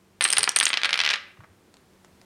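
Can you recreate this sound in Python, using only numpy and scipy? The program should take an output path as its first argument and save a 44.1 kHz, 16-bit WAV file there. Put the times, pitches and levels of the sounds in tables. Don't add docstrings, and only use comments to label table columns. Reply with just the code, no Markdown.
import sys
import numpy as np
from scipy import signal
from scipy.fft import rfft, irfft, next_fast_len
from scipy.io import wavfile
from scipy.ndimage import map_coordinates

SR = 44100
rng = np.random.default_rng(int(sys.argv[2]) if len(sys.argv) > 2 else 0)


def unload_audio(sound):
    columns = np.transpose(np.atleast_2d(sound))
    steps = np.round(np.clip(columns, -1, 1) * 32767)
    wavfile.write(sys.argv[1], SR, steps.astype(np.int16))


N = 99225
EVENT_SAMPLES, LEAD_S = 8192, .003
T = np.arange(EVENT_SAMPLES) / SR
HZ = np.fft.rfftfreq(EVENT_SAMPLES, 1 / SR)


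def amp(db):
    return 10 ** (np.asarray(db) / 20)


def unit_rms(x, size=None):
    return x / np.sqrt(np.mean(x[:size] ** 2) + 1e-20)


def curve_at(points, hz):
    f, values = np.transpose(points)
    return np.interp(np.log(hz + 1), np.log(f + 1), values)


def noise(spectrum, size=EVENT_SAMPLES):
    colour = amp(curve_at(spectrum, np.fft.rfftfreq(size, 1 / SR)))
    return unit_rms(irfft(rfft(rng.standard_normal(size)) * colour, size))


def fade(t60_s, attack_s=.0001, t=T):
    age = np.maximum(t - LEAD_S, 0)
    return np.exp(-np.log(1000) * age / t60_s) * (1 - np.exp(-age / attack_s))


def swell(delay_s, rise_s, fall_s):
    age = np.clip(T - LEAD_S - delay_s, -.02, .03)
    return 2 * np.exp(-np.logaddexp(-age / rise_s, age / fall_s))


def add(out, at_s, event):
    start = max(0, round((at_s - LEAD_S) * SR))
    out[start:start + len(event)] += event[:max(0, N - start)]


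def ring(modes):
    return sum(amp(db + rng.normal(0, 2.5)) * fade(t60_s) * np.sin(2 * np.pi * (hz * T + rng.random()))
               for hz, db, t60_s in modes)


# f/Hz, relative density/dB
AIR_SPECTRUM = [(25, -13), (50, -4), (90, 0), (200, 1), (420, -1), (550, -5), (1000, -9), (3000, -16),
                (6000, -20), (10000, -22), (15500, -20)]
# t/s, level/dB
AIR_LEVEL = [(0, -61), (.2, -61), (1.6, -60), (2.25, -57.5)]
# f/Hz, mean level/dB
HUM_PARTIALS = [(92, -74), (190, -68), (362, -72)]
def background():
    t = np.arange(N) / SR
    drift = lambda: map_coordinates(rng.standard_normal(size=40), [t * 8])
    hum = sum(amp(db + 3 * drift()) * np.sqrt(2) * np.sin(2 * np.pi * hz * t + 1.4 * drift())
              for hz, db in HUM_PARTIALS)
    air_db = np.interp(t, *np.transpose(AIR_LEVEL))
    return amp(air_db) * noise(AIR_SPECTRUM, size=N) + hum


# f/Hz, t60/s
ROOM_T60 = [(200, .5), (1000, .52), (2000, .52), (4500, .4), (9000, .35), (15000, .15)]
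# f/Hz, relative level/dB
ROOM_COLOUR = [(500, -1), (2000, 0), (5000, -1.5), (9500, -4), (12000, -12)]
def room(x, wet_db=0):
    hz, frame_s, bands = signal.stft(rng.standard_normal(size=32768), SR, nperseg=256)
    colour = amp(curve_at(ROOM_COLOUR, hz))[:, None]
    decay = np.exp(-np.log(1000) * frame_s / curve_at(ROOM_T60, hz)[:, None])
    tail = signal.istft(bands * colour * decay, SR, nperseg=256)[1]
    t = np.arange(len(tail)) / SR
    onset = 1 - np.exp(-(t / .007) ** 2)
    tail = tail * onset / np.sqrt(SR / 25)
    early = noise(ROOM_COLOUR, size=len(t)) * fade(t60_s=.09, t=t) * onset
    response = amp(wet_db) * (amp(-10.3) * tail + amp(-18) * early / np.linalg.norm(early))
    response[0] = 1
    return signal.fftconvolve(x, response)


# t/s, level/dB, f/Hz
BUMPS = [(.383, -41, 110), (.385, -36, 430), (.408, -42, 170), (.625, -47, 80), (1.39, -38, 110),
         (1.415, -44, 135), (1.495, -50, 95), (2.135, -53, 80)]
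def bumps():
    out = np.zeros(N)
    for at_s, db, hz in BUMPS:
        add(out, at_s, amp(db) * fade(t60_s=.12, attack_s=.003) * np.sin(2 * np.pi * hz * T))
    return out


# t/s, level/dB
SETTLES = [(1.372, -52), (1.404, -44), (1.436, -47), (1.4405, -44)]
# f/Hz, relative level/dB
SETTLE_SPECTRUM = [(150, -14), (500, -7), (1100, 0), (1700, -3), (3000, -18), (8000, -40)]
def settling():
    out = np.zeros(N)
    for at_s, db in SETTLES:
        add(out, at_s, amp(db) * fade(t60_s=.045, attack_s=.001) * noise(SETTLE_SPECTRUM))
    return out


# t/s, level/dB
TICKS = [(1.741, -39), (1.769, -42), (1.935, -52), (2.047, -39), (2.215, -40.5)]
# f/Hz, relative level/dB
TICK_SPECTRUM = [(150, 2), (700, 4), (1500, 0), (3000, -3), (5000, -1), (8500, -6), (12000, -18),
                 (16000, -26)]
def handling_ticks():
    out = np.zeros(N)
    for at_s, db in TICKS:
        envelope = fade(t60_s=.004) + amp(-15) * fade(t60_s=.04)
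        add(out, at_s, amp(db) * envelope * noise(TICK_SPECTRUM))
    return out


def click(hz):
    phase = 2 * np.pi * hz * (T - LEAD_S)
    pulse = -np.sin(phase) * np.exp(-(phase / 2.8) ** 2)
    return pulse / pulse.max()


# f/Hz, level/dB, t60/s
TILE_MODES = [(8400, -2, .032), (9400, 0, .034), (10400, -10, .015)]
def tile_ring():
    detune = 1 + rng.normal(0, .022)
    return ring([(hz * detune, db, t60_s) for hz, db, t60_s in TILE_MODES])


def wood_flex(click_hz, end_ratio=.45, sink_s=.004):
    age = np.maximum(T - LEAD_S, 0)
    glide = end_ratio + (1 - end_ratio) * np.exp(-age / sink_s)
    hz = click_hz * np.exp(rng.normal(0, .08)) * glide
    return amp(-12.5) * fade(t60_s=.028, attack_s=.0008) * np.sin(2 * np.pi * np.cumsum(hz) / SR)


# f/Hz, relative level/dB
TABLE_MODES = [(490, -19), (575, -16), (830, -16), (1183, -7), (1290, -7), (1399, -2), (1626, 0), (1798, 0),
               (2029, 2), (2514, 0), (3114, -2), (3296, -3), (3949, -6)]
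# f/Hz, relative level/dB
WAVE_SPECTRUM = [(60, -50), (200, -40), (450, -32), (800, -21), (1300, -5.5), (2000, 0), (3200, -1),
                 (5000, -6), (7000, -15), (10000, -29), (16000, -50)]
def table_top(click_hz, echoes=24, span_s=.014, echo_t60_s=.03):
    delay_s = span_s * (np.arange(1, echoes + 1) - rng.random(size=echoes))[:, None] / echoes
    gain = rng.standard_normal(delay_s.shape) * np.exp(-np.log(1000) * delay_s / echo_t60_s)
    cycles = 2 * delay_s * np.sqrt(HZ * 2000) + HZ * LEAD_S
    colour = amp(curve_at(WAVE_SPECTRUM, HZ * (3200 / click_hz) ** .5))
    waves = irfft(colour * (gain * np.exp(-2j * np.pi * cycles)).sum(0))
    modes = [(hz, db, .27 * (1500 / hz) ** .6) for hz, db in TABLE_MODES]
    return amp(-21.5) * unit_rms(waves, size=348) + amp(-37) * ring(modes)


# start/s, end/s, contacts/(1/s), mean level/dB
JOSTLES = [(.215, .36, 130, -22.5), (.36, .45, 90, -25), (.57, .71, 90, -27)]
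def jostle(typical_hz=3500):
    out = np.zeros(N)
    for start_s, end_s, rate, db in JOSTLES:
        for slot_s in np.arange(start_s, end_s, 1 / rate):
            hz = typical_hz * np.exp(rng.normal(0, .25))
            touch = click(hz) + table_top(hz) + amp(-11) * tile_ring() + wood_flex(hz)
            add(out, slot_s + rng.random() / rate, amp(db + rng.normal(0, 3)) * touch)
    return room(out)[:N]


# t/s, relative snap level/dB, snap f/Hz, relative ring level/dB, ring f/Hz
CLINKS = [(0.2246, -14, 4000, -23, 9250), (0.2405, -15, 5900, -11, 8500), (0.2492, -12, 4200, -18, 8500),
          (0.278, -17, 4300, -27, 8310), (0.2879, -16, 4400, -27, 8270), (0.3031, -12, 3300, -17, 8660),
          (0.3181, -18, 3100, -27, 9700), (0.3271, -9, 5000, -15, 8560), (0.333, -7, 5200, -18, 8500),
          (0.3681, -12, 3900, -24, 8880), (0.3824, -11, 3800, -9, 9570), (0.3923, -12, 4700, -24, 8430),
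          (0.4302, -11, 4600, -18, 8900), (0.4318, -11, 4400, -19, 8480), (0.4408, -6, 4800, -27, 8770),
          (0.4911, -13, 4500, -34, 8500), (0.4922, -3, 5700, -22, 8400), (0.518, -23, 3400, -35, 8360),
          (0.5615, -7, 4450, -11, 8800), (0.5707, -16, 6500, -17, 8960), (0.5879, -8, 6400, -18, 9440),
          (0.6007, -5, 3300, -17, 9210), (0.6288, -11, 3800, -19, 8320), (0.6332, -14, 4800, -19, 8370),
          (0.6388, -16, 4800, -24, 8740), (0.6546, -3, 6600, -19, 8620), (0.6804, -17, 3400, -29, 8490),
          (0.6904, -20, 4800, -24, 8450)]
# f/Hz, relative level/dB
CHATTER_SPECTRUM = [(200, -18), (700, -7), (1500, -1), (3000, 0), (5500, 0), (7200, -3), (9500, -1),
                    (11500, -7), (16000, -17)]
def clinks():
    out = np.zeros(N)
    for at_s, snap_db, snap_hz, ring_db, ring_hz in CLINKS:
        snap = amp(.5) * fade(t60_s=.0045, attack_s=.00005) * np.sin(2 * np.pi * snap_hz * (T - LEAD_S))
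        chatter = amp(-14) * swell(delay_s=0, rise_s=.0004, fall_s=.0011) * noise(CHATTER_SPECTRUM)
        gritty_mode = np.sin(2 * np.pi * ring_hz * T) + amp(-11) * noise(CHATTER_SPECTRUM)
        pumping = amp(1.5) * swell(delay_s=.0004, rise_s=.00025, fall_s=.0016)
        ringing = pumping * gritty_mode + amp(-9) * tile_ring()
        clink = amp(snap_db) * (snap + chatter) + amp(ring_db) * ringing
        add(out, at_s, room(clink, wet_db=-2))
    return out


# t/s, click level/dB, nominal f/Hz, relative thump level/dB, relative ring level/dB
LANDINGS = [(0.2096, -4, 2750, -33, -17), (0.2214, -13, 2220, -34, -24), (0.2351, -15, 3800, -42, -30),
            (0.2531, -3, 2750, -31, -26), (0.3335, -10, 2500, -33, -33), (0.3714, -4, 3250, -40, -35),
            (0.384, -12, 2300, -29, -30), (0.4076, -11, 3700, -35, -46), (0.432, -9, 2700, -48, -32),
            (0.4766, -6, 2100, -26, -44), (0.5651, -5, 2760, -33, -33), (0.6109, -4, 2650, -37, -44),
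            (0.629, -9, 2500, -36, -33), (0.667, -4, 3290, -38, -32), (0.6699, -10, 4160, -42, -33),
            (0.7037, -11, 2830, -37, -48), (0.7313, -6, 3150, -37, -37), (0.7405, -6, 3100, -33, -36),
            (0.7727, -6, 3000, -39, -43), (0.7741, -8, 3400, -42, -47), (0.8169, -15, 3120, -44, -48),
            (0.8341, -5, 3070, -42, -37), (0.8465, -4, 3170, -37, -34), (0.8533, -8, 3260, -40, -33),
            (0.8569, -4, 3170, -41, -37), (0.8923, -9, 2840, -43, -40), (0.9075, -11, 3050, -45, -41),
            (0.93, -4, 3420, -43, -34), (0.9323, -10, 3660, -45, -40), (0.9416, -5, 3150, -41, -37),
            (0.9567, -12, 3110, -45, -39), (0.9761, -10, 3370, -48, -36), (0.9913, -6, 3160, -44, -38),
            (1.0028, -4, 3420, -45, -44), (1.004, -10, 3510, -46, -50), (1.0144, -7, 3310, -44, -40),
            (1.0369, -9, 3090, -45, -46), (1.0463, -11, 3020, -47, -46), (1.0506, -7, 3480, -47, -46),
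            (1.063, -5, 3400, -42, -45), (1.0764, -7, 2990, -44, -49), (1.0906, -6, 3500, -44, -42),
            (1.103, -5, 3400, -39, -41), (1.1086, -8, 3540, -44, -42), (1.117, -11, 2680, -41, -48),
            (1.1332, -11, 2990, -40, -46), (1.138, -6, 3300, -42, -40), (1.142, -10, 2850, -41, -53),
            (1.1581, -14, 3300, -42, -50)]
# f/Hz, relative level/dB
THUMP_SPECTRUM = [(50, -4), (150, -4), (300, -6), (520, -5), (900, -3), (1300, 0), (1900, -6), (4000, -36)]
def landings():
    out = np.zeros(N)
    for at_s, click_db, hz, thump_db, ring_db in LANDINGS:
        crack = amp(-18) * fade(t60_s=.0015) * rng.standard_normal(EVENT_SAMPLES)
        blow = click(hz * .94) + crack + wood_flex(hz) + table_top(hz)
        thump = unit_rms(fade(t60_s=.055, attack_s=.001) * noise(THUMP_SPECTRUM), size=428)
        landing = amp(click_db) * blow + amp(thump_db - 6.5) * thump + amp(ring_db - 2.5) * tile_ring()
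        add(out, at_s, room(landing))
    return out


def scene():
    radiation = signal.butter(2, 220, "high", fs=SR, output="sos")
    tiles = signal.sosfilt(radiation, landings() + clinks() + jostle())
    soft_sounds = room(bumps() + settling() + handling_ticks())[:N]
    return (tiles + soft_sounds + background())[None]


# f/Hz, gain/dB
MIC_RESPONSE = [(9900, 0), (11000, -4), (14000, -6), (16000, -12)]
def record(dry, ceiling_db=-2.5, cutoff_hz=16200):
    limited = dry / (1 + np.abs(dry / amp(ceiling_db)) ** 10) ** (1 / 10)
    size = next_fast_len(N + EVENT_SAMPLES)
    hz = np.fft.rfftfreq(size, 1 / SR)
    response = amp(curve_at(MIC_RESPONSE, hz)) * (hz < cutoff_hz)
    return irfft(rfft(limited, size) * response, size)[:, :N]


dry = scene()
out = record(dry)
unload_audio(out)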